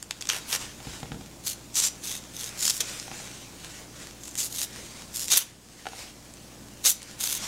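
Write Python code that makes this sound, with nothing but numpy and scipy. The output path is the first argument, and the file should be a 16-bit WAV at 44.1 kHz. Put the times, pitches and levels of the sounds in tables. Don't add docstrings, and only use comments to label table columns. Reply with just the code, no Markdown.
import sys
import numpy as np
from scipy import signal
from scipy.fft import rfft, irfft, next_fast_len
from scipy.io import wavfile
from scipy.ndimage import uniform_filter1d

SR = 44100
rng = np.random.default_rng(int(sys.argv[2]) if len(sys.argv) > 2 else 0)


def generate_wav(signal):
    frames = np.transpose(np.atleast_2d(signal))
    scaled = np.clip(frames, -1, 1) * 32767
    pcm = np.round(scaled).astype(np.int16)
    wavfile.write(sys.argv[1], SR, pcm)


N = 329684
TIME = np.arange(N) / SR


def peel_rips(fibres_per_s=3600, slips_per_s=150, slip_db=3, swell_db=4, fade_s=0.008, bends=5):
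    # start/s, end/s, level/dB, growth over the rip/dB, strip ring/Hz, juicy top/dB
    rips = [(0.292, 0.304, -23.5, 2, 3000, -16), (0.32, 0.39, -33, -5, 2740, -0.5),
            (0.481, 0.533, -34.5, 4, 2900, 6.5), (0.531, 0.564, -28, -3, 2950, -1),
            (1.461, 1.533, -32, -6, 4400, 2), (1.756, 1.806, -23.5, 0.5, 6200, -4),
            (1.822, 1.878, -23.5, -0.5, 5700, -4.5), (2.041, 2.182, -35.5, -6.5, 3580, 0),
            (2.342, 2.492, -39, 2.5, 3700, 0), (2.585, 2.706, -27.5, 13, 5180, -1),
            (2.717, 2.778, -38.5, 9, 5900, 4), (2.806, 2.815, -21.5, -7, 3480, -5.5),
            (4.221, 4.35, -46.5, -8, 6440, -2), (4.372, 4.413, -27.5, 15, 6330, -1),
            (4.427, 4.469, -33, 6, 4700, 4), (4.501, 4.645, -35, 10.5, 3900, 3.5),
            (5.15, 5.326, -37.5, -18, 5350, 2.5), (5.314, 5.368, -20, -11.5, 3660, -1.5),
            (5.373, 5.382, -9.5, -10, 3550, 12), (5.377, 5.421, -30.5, 10.5, 3000, 2),
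            (6.851, 6.88, -16, 3, 3830, 0.5), (6.878, 6.911, -20, 8, 6100, 11),
            (7.206, 7.374, -29, -3.5, 3480, 4.5)]
    out = np.zeros(N)
    slip = amp(slip_db * wander(slips_per_s))
    breaks = (rng.random(N) < fibres_per_s / SR) * rng.choice([-1, 1], N)
    stoutness = np.minimum(rng.exponential(1, N), 3.5)
    bend = np.clip(np.round((bends - 1) / 2 + wander(70)), 0, bends - 1)
    fizz = 0.32 * rng.standard_normal(N)
    for start, end, level_db, growth_db, strip_hz, top_db in rips:
        thickness = 3000 / strip_hz
        body_db = -3 + 11 * thickness ** 4.7
        fibre_hz = 6000 / thickness ** 0.29
        spread_db = max(2.5 - 0.26 * (level_db + 27), 4)
        span = slice(round((start - .08) * SR), min(round((end + .08) * SR), N))
        t = TIME[span]
        progress = np.clip((t - start) / (end - start), 0, 1)
        fibres = breaks[span] * amp(spread_db * stoutness[span])
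        drive = evened((fibres + fizz[span]) * slip[span])
        drive *= amp(swell_db * (np.sin(np.pi * progress) - 2 / np.pi))
        rise_s = min(0.19 * (end - start), 0.0087)
        before, after = np.maximum(start - t, 0), np.maximum(t - end, 0)
        envelope = np.exp(-before / rise_s - after / fade_s)
        strain = amp(-20) * np.exp(-(before + after) / 0.018)
        drive *= np.maximum(envelope, strain) * amp(level_db + growth_db * (progress - .5))
        for k, stretch in enumerate(1 + .07 * np.linspace(-1, 1, bends)):
            rings = [(strip_hz * stretch, 7.5), (fibre_hz * stretch, 7.8)]
            click = fibre_click(rings, width=0.044, body_db=body_db, top_db=top_db)
            crackle = signal.fftconvolve(drive * (bend[span] == k), click / np.linalg.norm(click))
            add(out, t[0], crackle)
            add(out, t[0] + rng.uniform(.0005, .0025), 0.21 * crackle)
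    return out


def fibre_click(rings, width, body_db, top_db, size=1024):
    # f/Hz, level/dB
    peel_colour = [(100, -33), (500, -16), (1100, -12.5), (1800, -9.5), (2400, -7.5), (3200, -3.5),
                   (6800, -0.5), (9000, -1.5), (13000, -6.5), (15800, -15.5)]
    hz = abs(np.fft.fftfreq(size, 1 / SR))
    resonance = sum(db / (1 + ((hz / ring_hz - 1) / width) ** 2) for ring_hz, db in rings)
    body = body_db / (1 + (hz / 2700) ** 4)
    top = top_db * (1 - 1 / (1 + (hz / 9200) ** 8))
    gain = amp(curve_at(peel_colour, hz) + resonance + body + top)
    minimum_phase = np.exp(np.conj(signal.hilbert(np.log(gain))))
    return np.fft.ifft(minimum_phase).real[:size // 2]


def fibre_snaps(lead_s=0.00098, splinter_s=0.0006, size=300):
    # t/s, peak/dB, ring/Hz
    snaps = [(0.028, -15, 6760), (0.1104, -11.5, 4440), (0.211, -18, 6000), (0.215, -17, 6770),
             (.224, -14, 3600), (.255, -23, 4500), (0.2724, -19, 7600), (0.291, -6.5, 5900),
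             (0.3006, -6, 3300), (0.5287, -9.5, 4970), (2.177, -26, 7500), (2.443, -18, 7000),
             (2.6796, -7, 6530), (2.707, -10, 7900), (2.999, -17, 5670), (4.3546, -19, 8000),
             (4.617, -14.5, 6950), (5.283, -15.5, 7000), (4.281, -24.5, 8400), (6.339, -28.5, 9000),
             (7.03, -25, 9600)]
    out, t = np.zeros(N), (np.arange(size) - size // 2) / SR
    for s, db, ring_hz in snaps:
        splinters = 0.64 * rng.standard_normal(size) * np.exp(np.minimum(t / lead_s, -t / splinter_s))
        click = fibre_click([(ring_hz, 10)], width=0.34, body_db=6.5, top_db=-4.5)
        crack = np.convolve((t == 0) + splinters, click)
        crack = signal.lfilter(*signal.butter(1, 0.1 * ring_hz, "high", fs=SR), crack)
        add(out, s + t[0], amp(db) * crack / abs(crack).max())
    return out


def board_knocks(split_hz=400, squash_s=0.0042, rumble_s=0.11, size=12000):
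    # t/s, dull thud/dB, sharp clack/dB
    knocks = [(0.803, -44, -32), (0.870, -27.5, -31), (1.030, -26, -25.5), (1.119, -22.5, -22.5),
              (1.210, -44, -32), (3.080, -47, -29.5), (3.115, -32, -23.5), (3.2, -42, -30),
              (5.868, -42, -14), (5.933, -47.5, -26.5)]
    # f/Hz, level/dB, t60/s
    board_modes = [(58.4, -15, 0.45), (142, -8.5, 0.072), (238, -4, 0.025), (465, -6.5, 0.075),
                   (776, 4.5, 0.023), (1336, -4.5, 0.019), (2090, -6, 0.0052), (2570, -10, 0.0055),
                   (3160, -6, 0.011)]
    out, t = np.zeros(N), np.arange(size) / SR
    hz, db, t60 = np.transpose(board_modes)[:, :, None]
    low_share = 1 / (1 + (hz / split_hz) ** 4)
    weight = (low_share * amp(db - 60 * t / t60) * np.sin(2 * np.pi * hz * t)).sum(0)
    counter_band = signal.butter(2, [60, 260], "band", fs=SR, output="sos")
    for s, thud_db, clack_db in knocks:
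        dropped = clack_db - thud_db > 20
        t60_scale, touch_s, touch_db = (1, -0.012, -8.5) if dropped else (0.86, 0.026, -10)
        decay = amp(db - 60 * t / (t60_scale * t60))
        ring = ((1 - low_share) * decay * np.cos(2 * np.pi * hz * t)).sum(0)
        squash = 0.43 * rng.standard_normal(size) * np.exp(-t / squash_s)
        slap = 4 * (squash + (t == 0))
        clack = signal.lfilter(*signal.butter(2, [380, 4000], "band", fs=SR), ring + slap)
        counter_rumble = evened(signal.sosfilt(counter_band, rng.standard_normal(size)))
        thud = weight / abs(weight).max() + 0.11 * counter_rumble * np.exp(-t / rumble_s)
        blow = amp(thud_db) * thud + amp(clack_db) * clack / abs(clack).max()
        add(out, s, blow)
        add(out, s + touch_s, amp(touch_db) * blow)
    return signal.sosfilt(signal.butter(4, 50, "high", fs=SR, output="sos"), out)


def hand_rustle(catches_per_s=180, catch_db=-9.5, spread_db=5, flutter_db=1, patchy_db=2):
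    # f/Hz, level/dB
    cloth_colour = [(100, -0.5), (750, -2), (1150, -1), (1750, 2), (4000, 0.5), (6700, 2.5), (8500, -1.5),
                    (15500, -18)]
    spectra = signal.stft(rng.standard_normal(N), nperseg=512)[2]
    patches = uniform_filter1d(rng.standard_normal(spectra.shape), size=6, axis=0)
    patches = evened(uniform_filter1d(patches, size=14, axis=1))
    hiss = signal.istft(spectra * amp(patchy_db * patches), nperseg=512)[1][:N]
    slide = shaped(hiss, cloth_colour) * amp(flutter_db * wander(25))
    catches = rng.random(N) < catches_per_s / SR
    ticks = catches * amp(spread_db * np.minimum(rng.exponential(1, N), 5))
    return hand_motion() * (slide + amp(catch_db) * shaped(ticks, cloth_colour))


def hand_motion(hold_db=-53.5, end_drop_db=6):
    # fastest moment/s, length/s, level/dB
    strokes = [(0.356, 0.3, -45), (0.619, 0.12, -38.5), (0.927, 0.19, -43), (2.093, 0.26, -47.5),
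               (2.56, 0.33, -43.5), (2.909, 0.17, -37.5), (3.172, 0.43, -42.5), (3.684, 0.19, -45),
               (3.79, 0.072, -45), (4.021, 0.13, -45), (4.802, 0.23, -43.5), (5, 0.13, -45.5),
               (5.42, 0.13, -44), (5.84, 0.3, -46.5), (6.006, 0.11, -37), (7.093, 0.21, -45),
               (7.444, 0.091, -35)]
    t = np.linspace(0, TIME[-1], 2000)
    swells = [amp(db - end_drop_db * abs(2 * (t - s) / length) ** 1.3) for s, length, db in strokes]
    power = amp(hold_db) ** 2 + sum(swell ** 2 for swell in swells)
    return np.interp(TIME, t, np.sqrt(power))


def kitchen(x, near_db=-14, near_s=0.0093, tail_db=-15, size=20000):
    # f/Hz, t60/s
    room_decay = [(1500, 0.47), (6000, 0.33), (15000, 0.17)]
    t = np.arange(size) / SR
    near, far = rng.standard_normal((2, size)) * (rng.random((2, size)) < .1) * (t > .002)
    near = near * np.exp(-t / near_s)
    hz, frame_s, spectra = signal.stft(far, SR, nperseg=256)
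    decay = amp(-60 * frame_s / curve_at(room_decay, hz)[:, None])
    tail = signal.istft(spectra * decay, SR, nperseg=256)[1][:size]
    echoes = amp(near_db) * near / np.linalg.norm(near) + amp(tail_db) * tail / np.linalg.norm(tail)
    return x + signal.fftconvolve(x, echoes)[:N]


def appliance(fan_db=-49.5, waver_rad=0.13):
    # f/Hz, rms level/dB
    motor_tones = [(59, -57.5), (119, -58), (293, -61), (344, -62)]
    # f/Hz, level/dB
    fan_colour = [(25, -8), (60, -11.5), (84, -3.5), (110, -2), (210, 3), (350, -5.5), (540, -5.5),
                  (1000, -12), (2000, -22), (7200, -18.5), (15800, -26)]
    hum = np.zeros(N)
    for hz, db in motor_tones:
        phase = 2 * np.pi * (hz * TIME + rng.random()) + waver_rad * wander(1)
        hum += amp(db) * np.sqrt(2) * np.sin(phase)
    return hum + amp(fan_db) * shaped(rng.standard_normal(N), fan_colour)


def amp(db):
    return 10 ** (np.asarray(db) / 20)


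def evened(x):
    return x / np.sqrt(np.mean(x ** 2) + 1e-20)


def curve_at(points, hz):
    f, value = np.transpose(points)
    return np.interp(np.log(hz + 1), np.log(f), value)


def add(mix, s, sound):
    part = mix[max(round(s * SR), 0):][:len(sound)]
    part += sound[:len(part)]


def wander(per_s):
    size = next_fast_len(N, True)
    hz = np.fft.rfftfreq(size, 1 / SR)
    return evened(irfft(rfft(rng.standard_normal(N), size) / (1 + (hz / per_s) ** 4), size)[:N])


def shaped(x, colour):
    size = next_fast_len(N, True)
    gain = amp(curve_at(colour, np.fft.rfftfreq(size, 1 / SR)))
    return evened(irfft(rfft(x, size) * gain, size)[:N])


def scene():
    peeling = peel_rips() + fibre_snaps() + board_knocks() + hand_rustle()
    return (kitchen(peeling) + appliance())[None]


def record(dry, threshold_db=-18, slope=0.62, cutoff_hz=15850):
    power_db = 10 * np.log10(abs(uniform_filter1d(dry[0] ** 2, size=400)) + 1e-12)
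    release_db = 10 * TIME
    held_db = np.maximum.accumulate(power_db + release_db) - release_db
    over_db = np.maximum(held_db - threshold_db, 0)
    over_db = np.maximum(over_db, 6 - release_db)
    ducked = dry / amp(slope * uniform_filter1d(over_db, size=200))
    rounded = ducked / (1 + (ducked / .8) ** 4) ** .25
    low_pass = signal.firwin(401, cutoff_hz, window=("kaiser", 8), fs=SR)
    return signal.oaconvolve(rounded, low_pass[None], "same")


dry = scene()
out = record(dry)
generate_wav(out)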